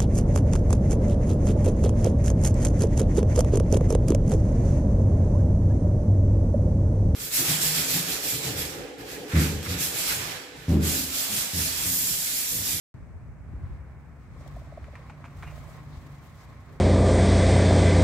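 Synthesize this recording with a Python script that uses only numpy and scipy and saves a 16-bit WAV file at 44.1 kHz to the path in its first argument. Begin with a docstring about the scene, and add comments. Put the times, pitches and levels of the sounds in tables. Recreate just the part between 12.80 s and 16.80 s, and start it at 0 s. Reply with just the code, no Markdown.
"""First comes a low rumble of wind and fingers on a hand-held phone. Then game birds burst from a crop
field some way off: a whirr of hollow wing puffs, about 19 a second, and sharp claps of wings slapping
together as one climbs overhead. Leaves and clothing rustle as the phone swings up to follow the bird.
Behind it all lie a low drone and the soft wash of open air."""
import sys
import numpy as np
from scipy import signal
from scipy.fft import rfft, irfft
from scipy.io import wavfile
from scipy.ndimage import uniform_filter1d

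SR = 44100
rng = np.random.default_rng(int(sys.argv[2]) if len(sys.argv) > 2 else 0)


def to_wav(sig):
    """Store sig (one row per channel, or 1-D mono) as 16-bit WAV at the path in sys.argv[1].

    Samples outside -1..1 are clipped; the rate is SR.
    """
    pcm = np.clip(np.atleast_2d(sig), -1, 1) * 32767
    pcm = np.round(pcm).astype(np.int16)
    wavfile.write(sys.argv[1], SR, pcm.T)  # frames by channels


N = 176400  # 4 seconds

# wing strokes, plus one knock at 2.301 s played the same way: t/s, peak level/dB, f/Hz
WING_STROKES = [(1.562, -49, 536), (1.612, -44, 580), (1.664, -43, 650), (1.769, -36.5, 678),
                (1.821, -43, 626), (1.873, -46, 670), (1.927, -38, 627), (1.979, -32.5, 640),
                (2.086, -41.5, 600), (2.138, -45.5, 547), (2.196, -44.5, 560), (2.301, -42, 854),
                (2.405, -48, 616), (2.567, -50, 610), (2.727, -43, 607), (2.781, -44, 650),
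                (2.833, -48, 646), (2.892, -45, 620)]


def wing_whirr():
    """Every wing stroke pushes out a hollow puff of air that falls in pitch; a knock at 2.3 s is played the
    same way."""
    return sum(amp(db) * puff(at, hz, width_s=0.0025, glide_per_s=-15) for at, db, hz in WING_STROKES)


# wing claps: t/s, level/dB, f/Hz, rattle compared with its clap/dB
WING_CLAPS = [(2.0430, -41, 1360, -14.5), (2.1550, -37.5, 1810, -10), (2.2983, -36, 1110, -12.5),
              (2.4423, -35, 1140, -14), (2.4540, -39, 1290, -11), (2.6261, -34.5, 1200, -10),
              (2.6313, -35.5, 1770, -16), (2.6373, -40, 810, -24), (2.6753, -38, 850, -13),
              (2.7020, -44, 900, -9)]
# tone of rattling feathers: f/Hz, level/dB
FEATHER_TONE = [(300, -11), (600, 2), (850, 4), (1300, 6), (1800, -1.5), (2350, 4.5), (3100, -10.5),
                (8000, -28)]


def wing_claps():
    """Wings slap together: a sudden pulse with a bright crack, then a dying rattle of feathers."""
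    rise_s, decay_s = .00035, .0011
    crack_hz, crack_db = 2250, -9
    rattle_decay_s, tail_decay_s, tail_db = 0.011, 0.086, -17
    slaps = rattle = 0
    for at, db, hz, rattle_db in WING_CLAPS:
        t = seconds() - at
        before, after = np.minimum(t, 0), np.maximum(t, 0)
        shape = np.exp(-.5 * (before / rise_s) ** 2 - after / decay_s)
        crack = amp(crack_db) * np.cos(2 * np.pi * crack_hz * t)
        slaps -= amp(db) * shape * (np.cos(2 * np.pi * hz * t) + crack)
        fade = np.exp(-after / rattle_decay_s) + amp(tail_db) * np.exp(-after / tail_decay_s)
        rattle += amp(db + rattle_db) * (t > 0) * fade
    feathers = noise(FEATHER_TONE) + amp(-12) * left_hiss()
    return slaps + rattle * feathers * flicker(per_s=700, depth_db=2)


# tone of the wind: f/Hz, level/dB
WIND_TONE = [(35, -19), (48, -11.5), (62, 1.5), (74, -4), (90, -4.5), (105, -11.5), (140, -14),
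             (250, -36.5), (500, -56.5)]
# gusts: t/s, level/dB
WIND_LEVEL = [(.16, -46.5), (.5, -42), (.58, -45), (.66, -39.5), (.86, -38), (1.1, -45.5), (1.38, -47.5),
              (1.62, -45), (1.78, -39), (1.98, -43), (2.15, -45.5), (2.48, -49), (2.7, -41.5), (3.0, -48.5),
              (3.55, -52), (3.75, -48.5)]


def wind():
    """Wind beats on the microphones with a low flutter."""
    return rumble_noise(WIND_TONE) * fader(WIND_LEVEL) * flicker(per_s=32, depth_db=3)


# tone of the rubbed phone case: f/Hz, level/dB
CASE_TONE = [(70, 1.5), (105, -3), (135, 4), (160, -0.5), (185, -7.5), (250, -8), (330, -15.5), (450, -21),
             (800, -27)]
# loudness of the rubbing: t/s, level/dB
CASE_LEVEL = [(.16, -46.5), (.55, -49), (.73, -45), (1.1, -49.5), (1.45, -50.5), (1.75, -45), (2.1, -51),
              (3.3, -48.5), (3.53, -54), (4, -52.5)]
# thumps: t/s, peak level/dB, f/Hz
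THUMPS = [(.735, -30, 147), (0.739, -39.5, 297), (.845, -34, 62), (1.753, -33, 83), (2.702, -33.5, 82),
          (3.181, -30, 69)]


def handling():
    """A hand rubs the phone's case, and hand or wind thumps it."""
    rubbing = rumble_noise(CASE_TONE) * fader(CASE_LEVEL)
    thumps = sum(amp(db) * puff(at, hz, width_s=0.43 / hz) for at, db, hz in THUMPS)
    return rubbing + thumps


# tone of brushed leaves: f/Hz, level/dB
LEAF_TONE = [(400, -4), (750, 0), (950, -2.5), (1100, 4.5), (1400, -7.5), (1700, -4.5), (2100, -2.5),
             (2900, -15), (4000, -14.5), (7500, -27), (10000, -30.5), (15000, -44)]
# pitches that ring in the leaves: f/Hz, width/Hz, level compared with the broad rustle/dB
LEAF_RINGS = [(1067, 61, -8.5), (1280, 69, -13)]
# loudness of the leaves: t/s, level/dB
LEAF_LEVEL = [(.14, -66.5), (.6, -74), (.85, -63), (1.3, -72), (1.65, -56.5), (1.95, -57.5), (2.15, -55.5),
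              (2.55, -57.5), (2.68, -54), (2.8, -55), (3.3, -57), (3.55, -58), (4, -59)]
# tone of rubbing cloth: f/Hz, level/dB
CLOTH_TONE = [(1500, -24), (3000, 5), (5000, 1), (7500, 1), (10200, -8), (11500, -2.5), (15500, -3.5)]
# loudness of the cloth: t/s, level/dB
CLOTH_LEVEL = [(.14, -86.5), (1.36, -81.5), (1.55, -76), (1.8, -67), (1.97, -76), (2.48, -72), (2.66, -60),
               (3.0, -67.5), (3.55, -66), (3.76, -72.5)]


def rustle():
    """Leaves and cloth rub and tick as the phone turns after the birds."""
    ticks_per_s, tick_gain_db = 93, 9
    leaves = stereo_noise(LEAF_TONE, LEAF_RINGS) * fader(LEAF_LEVEL) * flicker(per_s=70, depth_db=1.25)
    ticks = (rng.random(N) < ticks_per_s / SR) * rng.standard_normal((2, N)) * amp(tick_gain_db)
    cloth = stereo_noise(CLOTH_TONE) * flicker(per_s=110, depth_db=2.5) + tint(ticks, CLOTH_TONE)
    uneven_strokes = flicker(per_s=16, depth_db=2.13)
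    return (leaves + cloth * fader(CLOTH_LEVEL)) * uneven_strokes


# single swishes: t/s, level/dB, half-width/s, f/Hz, left minus right/dB
SWISHES = [(1.61, -67, 0.012, 5600, 1), (2.90, -68, 0.037, 7860, -5), (3.15, -64.5, 0.047, 4060, -1),
           (3.455, -69, 0.018, 13100, -6), (3.61, -64, 0.023, 4900, 0), (3.929, -54.5, 0.029, 404, 0)]


def swishes():
    """A sleeve sweeps past leaves: each time a band of hiss swells and dies."""
    edge_db = -14.5  # an octave either side of the middle
    sound = 0
    for at, db, width_s, hz, lean_db in SWISHES:
        hiss = stereo_noise([(hz / 2, edge_db), (hz, 0), (hz * 2, edge_db)])
        sound += amp(db) * pan(lean_db) * bell(seconds() - at, width_s) * hiss
    return sound


# snapping stalks: t/s, level/dB, decay/s, left minus right/dB
STALK_SNAPS = [(1.6762, -54, 0.0055, 8), (3.925, -68, 0.016, -6)]


def stalk_snaps():
    """Dry stalks crackle in quick bursts of hiss, as bright as the cloth."""
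    t, bursts = seconds(), 0
    for at, db, decay_s, lean_db in STALK_SNAPS:
        fade = (t > at) * np.exp(-np.maximum(t - at, 0) / decay_s)
        bursts += amp(db) * pan(lean_db) * fade
    return bursts * stereo_noise(CLOTH_TONE)


# notes of the squeak: f/Hz, peak level/dB
SQUEAK_NOTES = [(2460, -55), (2800, -56)]


def squeak():
    """Something rubs and gives one short, unsteady squeak."""
    at_s, pitch_wobble = 2.680, 0.018
    notes = 0
    for hz, db in SQUEAK_NOTES:
        pitch = hz * (1 + pitch_wobble * noise([(60, 0), (300, 0)]))
        notes += amp(db) * sine(pitch)
    return notes * bell(seconds() - at_s, width_s=0.016)


# notes of the drone: f/Hz, level added to DRONE_LEVEL/dB
DRONE_NOTES = [(90, -6.5), (121, -1), (149, 2), (208, -15), (256, -11.5), (302, -17)]
# loudness of the drone: t/s, level/dB
DRONE_LEVEL = [(1.0, -58), (2.2, -52), (3.33, -49), (3.53, -61), (3.7, -51)]


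def drone():
    """Low notes, perhaps of a far-off engine, waver in pitch and fade in and out on each side."""
    notes = 0
    for hz, db in DRONE_NOTES:
        pitch = hz * flicker(per_s=12, depth_db=0.27)
        fade = np.array([flicker(per_s=12, depth_db=4.5) for _ in range(2)])
        notes += amp(db) * fade * sine(pitch)
    return notes * fader(DRONE_LEVEL)


# tone of the air over the field: f/Hz, level/dB
AIR_TONE = [(200, -6.5), (330, 1.5), (470, 1), (620, 1.5), (850, 0.5), (1100, -1.5), (1500, -2),
            (2300, -6.5), (2900, -20.5), (4000, -42), (6000, -32.5), (8500, -27.5), (10500, -36),
            (15500, -32.5)]
# loudness of the air: t/s, level/dB
AIR_LEVEL = [(.14, -59.5), (.6, -60), (.85, -56.5), (1.2, -58.5), (1.5, -59.5), (2.8, -56.5), (3.4, -59.5),
             (4, -59)]
# loudness of the faint hiss: t/s, level/dB
HISS_LEVEL = [(.14, -72.5), (1.4, -75.5), (1.62, -65), (1.95, -68.5), (2.7, -73), (3.2, -73), (4, -72)]


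def open_air():
    """A dull wash of open air, with a faint hiss on the left."""
    return stereo_noise(AIR_TONE) * fader(AIR_LEVEL) + left_hiss() * fader(HISS_LEVEL)


# tone of the high hiss: f/Hz, level/dB
HISS_TONE = [(1800, 6.5), (3000, -8), (5800, -4), (8500, -5), (11000, -21), (15000, -30)]


def left_hiss():
    """A high hiss in the left microphone only."""
    return noise(HISS_TONE) * np.array([[1], [0]])


# the rumble as the phone turns: t/s, likeness of the two sides (0 to 1), left minus right/dB
PHONE_TURN = [(.2, 0.59, 1), (1.85, 0.8, 1.5), (2.15, 0.94, -0.5), (2.55, 0.96, 0), (2.75, 0.41, -0.5),
              (3.15, 0.8, 2), (3.45, 0.92, 0.5)]


def rumble_noise(tone):
    """Steady noise whose two sides grow more or less alike as the phone turns."""
    times, likeness, _ = np.array(PHONE_TURN).T
    likeness = np.interp(seconds(), times, likeness)
    shared, left, right = (noise(tone) for _ in range(3))
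    both = np.sqrt(likeness) * shared + np.sqrt(1 - likeness) * np.array([left, right])
    power = uniform_filter1d(np.mean(both ** 2, axis=0), int(0.11 * SR))
    return both / np.sqrt(power)  # evens out slow swells


def turning_pan():
    """Left and right gains that shift as the phone turns."""
    times, _, lean_db = np.array(PHONE_TURN).T
    return pan(np.interp(seconds(), times, lean_db))


# how alike the two microphones hear sound from all around: f/Hz, likeness (-1 to 1)
MIC_LIKENESS = [(300, 0.57), (600, 0.78), (1050, 0.8), (1600, 0.45), (2400, 0.15), (3600, 0.036),
                (7000, 0.073), (9000, 0.64), (12000, 0.057)]


def stereo_noise(tone, rings=()):
    """Noise at two spaced microphones: alike in the lows, mostly unrelated in the highs."""
    hz, likeness = np.array(MIC_LIKENESS).T
    shared = tint(noise(tone, rings), np.c_[hz, 10 * np.log10((1 + likeness) / 2)])
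    opposite = tint(noise(tone, rings), np.c_[hz, 10 * np.log10((1 - likeness) / 2)])
    return np.array([shared + opposite, shared - opposite])


def noise(tone, rings=()):
    """Noise of strength (rms) 1, shaped by a tone table and any narrow ringing pitches."""
    hz, db = np.array(tone).T
    f = np.maximum(np.fft.rfftfreq(N, 1 / SR), 1)
    beyond = np.abs(np.log(f / np.clip(f, hz[0], hz[-1])))  # how far outside the table
    power = amp(np.interp(np.log(f), np.log(hz), db) - 40 * beyond) ** 2
    power /= power.sum()
    for centre_hz, width_hz, ring_db in rings:
        peak = 1 / (1 + ((f - centre_hz) / width_hz * 2) ** 2) ** 2
        power += amp(ring_db) ** 2 * peak / peak.sum()
    sound = irfft(rfft(rng.standard_normal(N)) * np.sqrt(power), N)
    return sound / sound.std()


def tint(sound, tone):
    """Turns pitches up or down along (f/Hz, level/dB) points."""
    hz, db = np.array(tone).T
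    f = np.fft.rfftfreq(N, 1 / SR) + 1
    return irfft(rfft(sound) * amp(np.interp(np.log(f), np.log(hz), db)), N)


def puff(at, hz, width_s, glide_per_s=0):
    """A pulse of suction that swings briefly back and forth."""
    t = seconds() - at
    return -bell(t, width_s) * np.cos(2 * np.pi * hz * t * (1 + glide_per_s * t / 2))


def bell(t, width_s):
    """A smooth rise and fall, highest at t = 0."""
    return np.exp(-.5 * (t / width_s) ** 2)


def sine(hz):
    """A pure note that follows a changing pitch."""
    return np.sin(2 * np.pi * np.cumsum(hz) / SR)


def flicker(per_s, depth_db):
    """A gain that wanders smoothly at random."""
    hold = int(SR / per_s)
    steps = np.repeat(rng.standard_normal(N // hold + 1), hold)
    return amp(depth_db * uniform_filter1d(uniform_filter1d(steps, hold), hold)[:N])


def fader(points):
    """A gain that follows (t/s, level/dB) points."""
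    return amp(np.interp(seconds(), *np.array(points).T))


def pan(lean_db):
    """Left and right gains; above 0 dB the left is louder."""
    return amp(np.array([[1], [-1]]) * lean_db / 2)


def amp(db):
    """Turns decibels into a gain, the number a sound is multiplied by."""
    return 10 ** (np.asarray(db) / 20)


def seconds():
    """The time of every sample."""
    return np.arange(N) / SR


def scene():
    """Birds over the field, with the noises close to the phone."""
    birds = wing_whirr() + wing_claps()
    rumble = (wind() + handling() + drone()) * turning_pan()
    return birds + rumble + open_air() + rustle() + swishes() + squeak() + stalk_snaps()


# tone of one microphone against the other: f/Hz, left minus right/dB
MIC_BALANCE = [(500, -0.5), (1400, 0), (2100, -2), (3200, 1.2), (6200, 2), (9000, 0), (13000, -1)]


def record(dry):
    """Each microphone adds its own tone and opens after a short silence; the highest treble is cut."""
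    start_s, top_hz = .1415, 15750
    hz, db = np.array(MIC_BALANCE).T
    heard = np.array([tint(dry[0], np.c_[hz, db / 2]), tint(dry[1], np.c_[hz, -db / 2])])
    treble_cut = signal.ellip(10, .2, 70, top_hz, fs=SR, output="sos")
    return signal.sosfilt(treble_cut, heard * (seconds() >= start_s))


dry = scene()
out = record(dry)
to_wav(out)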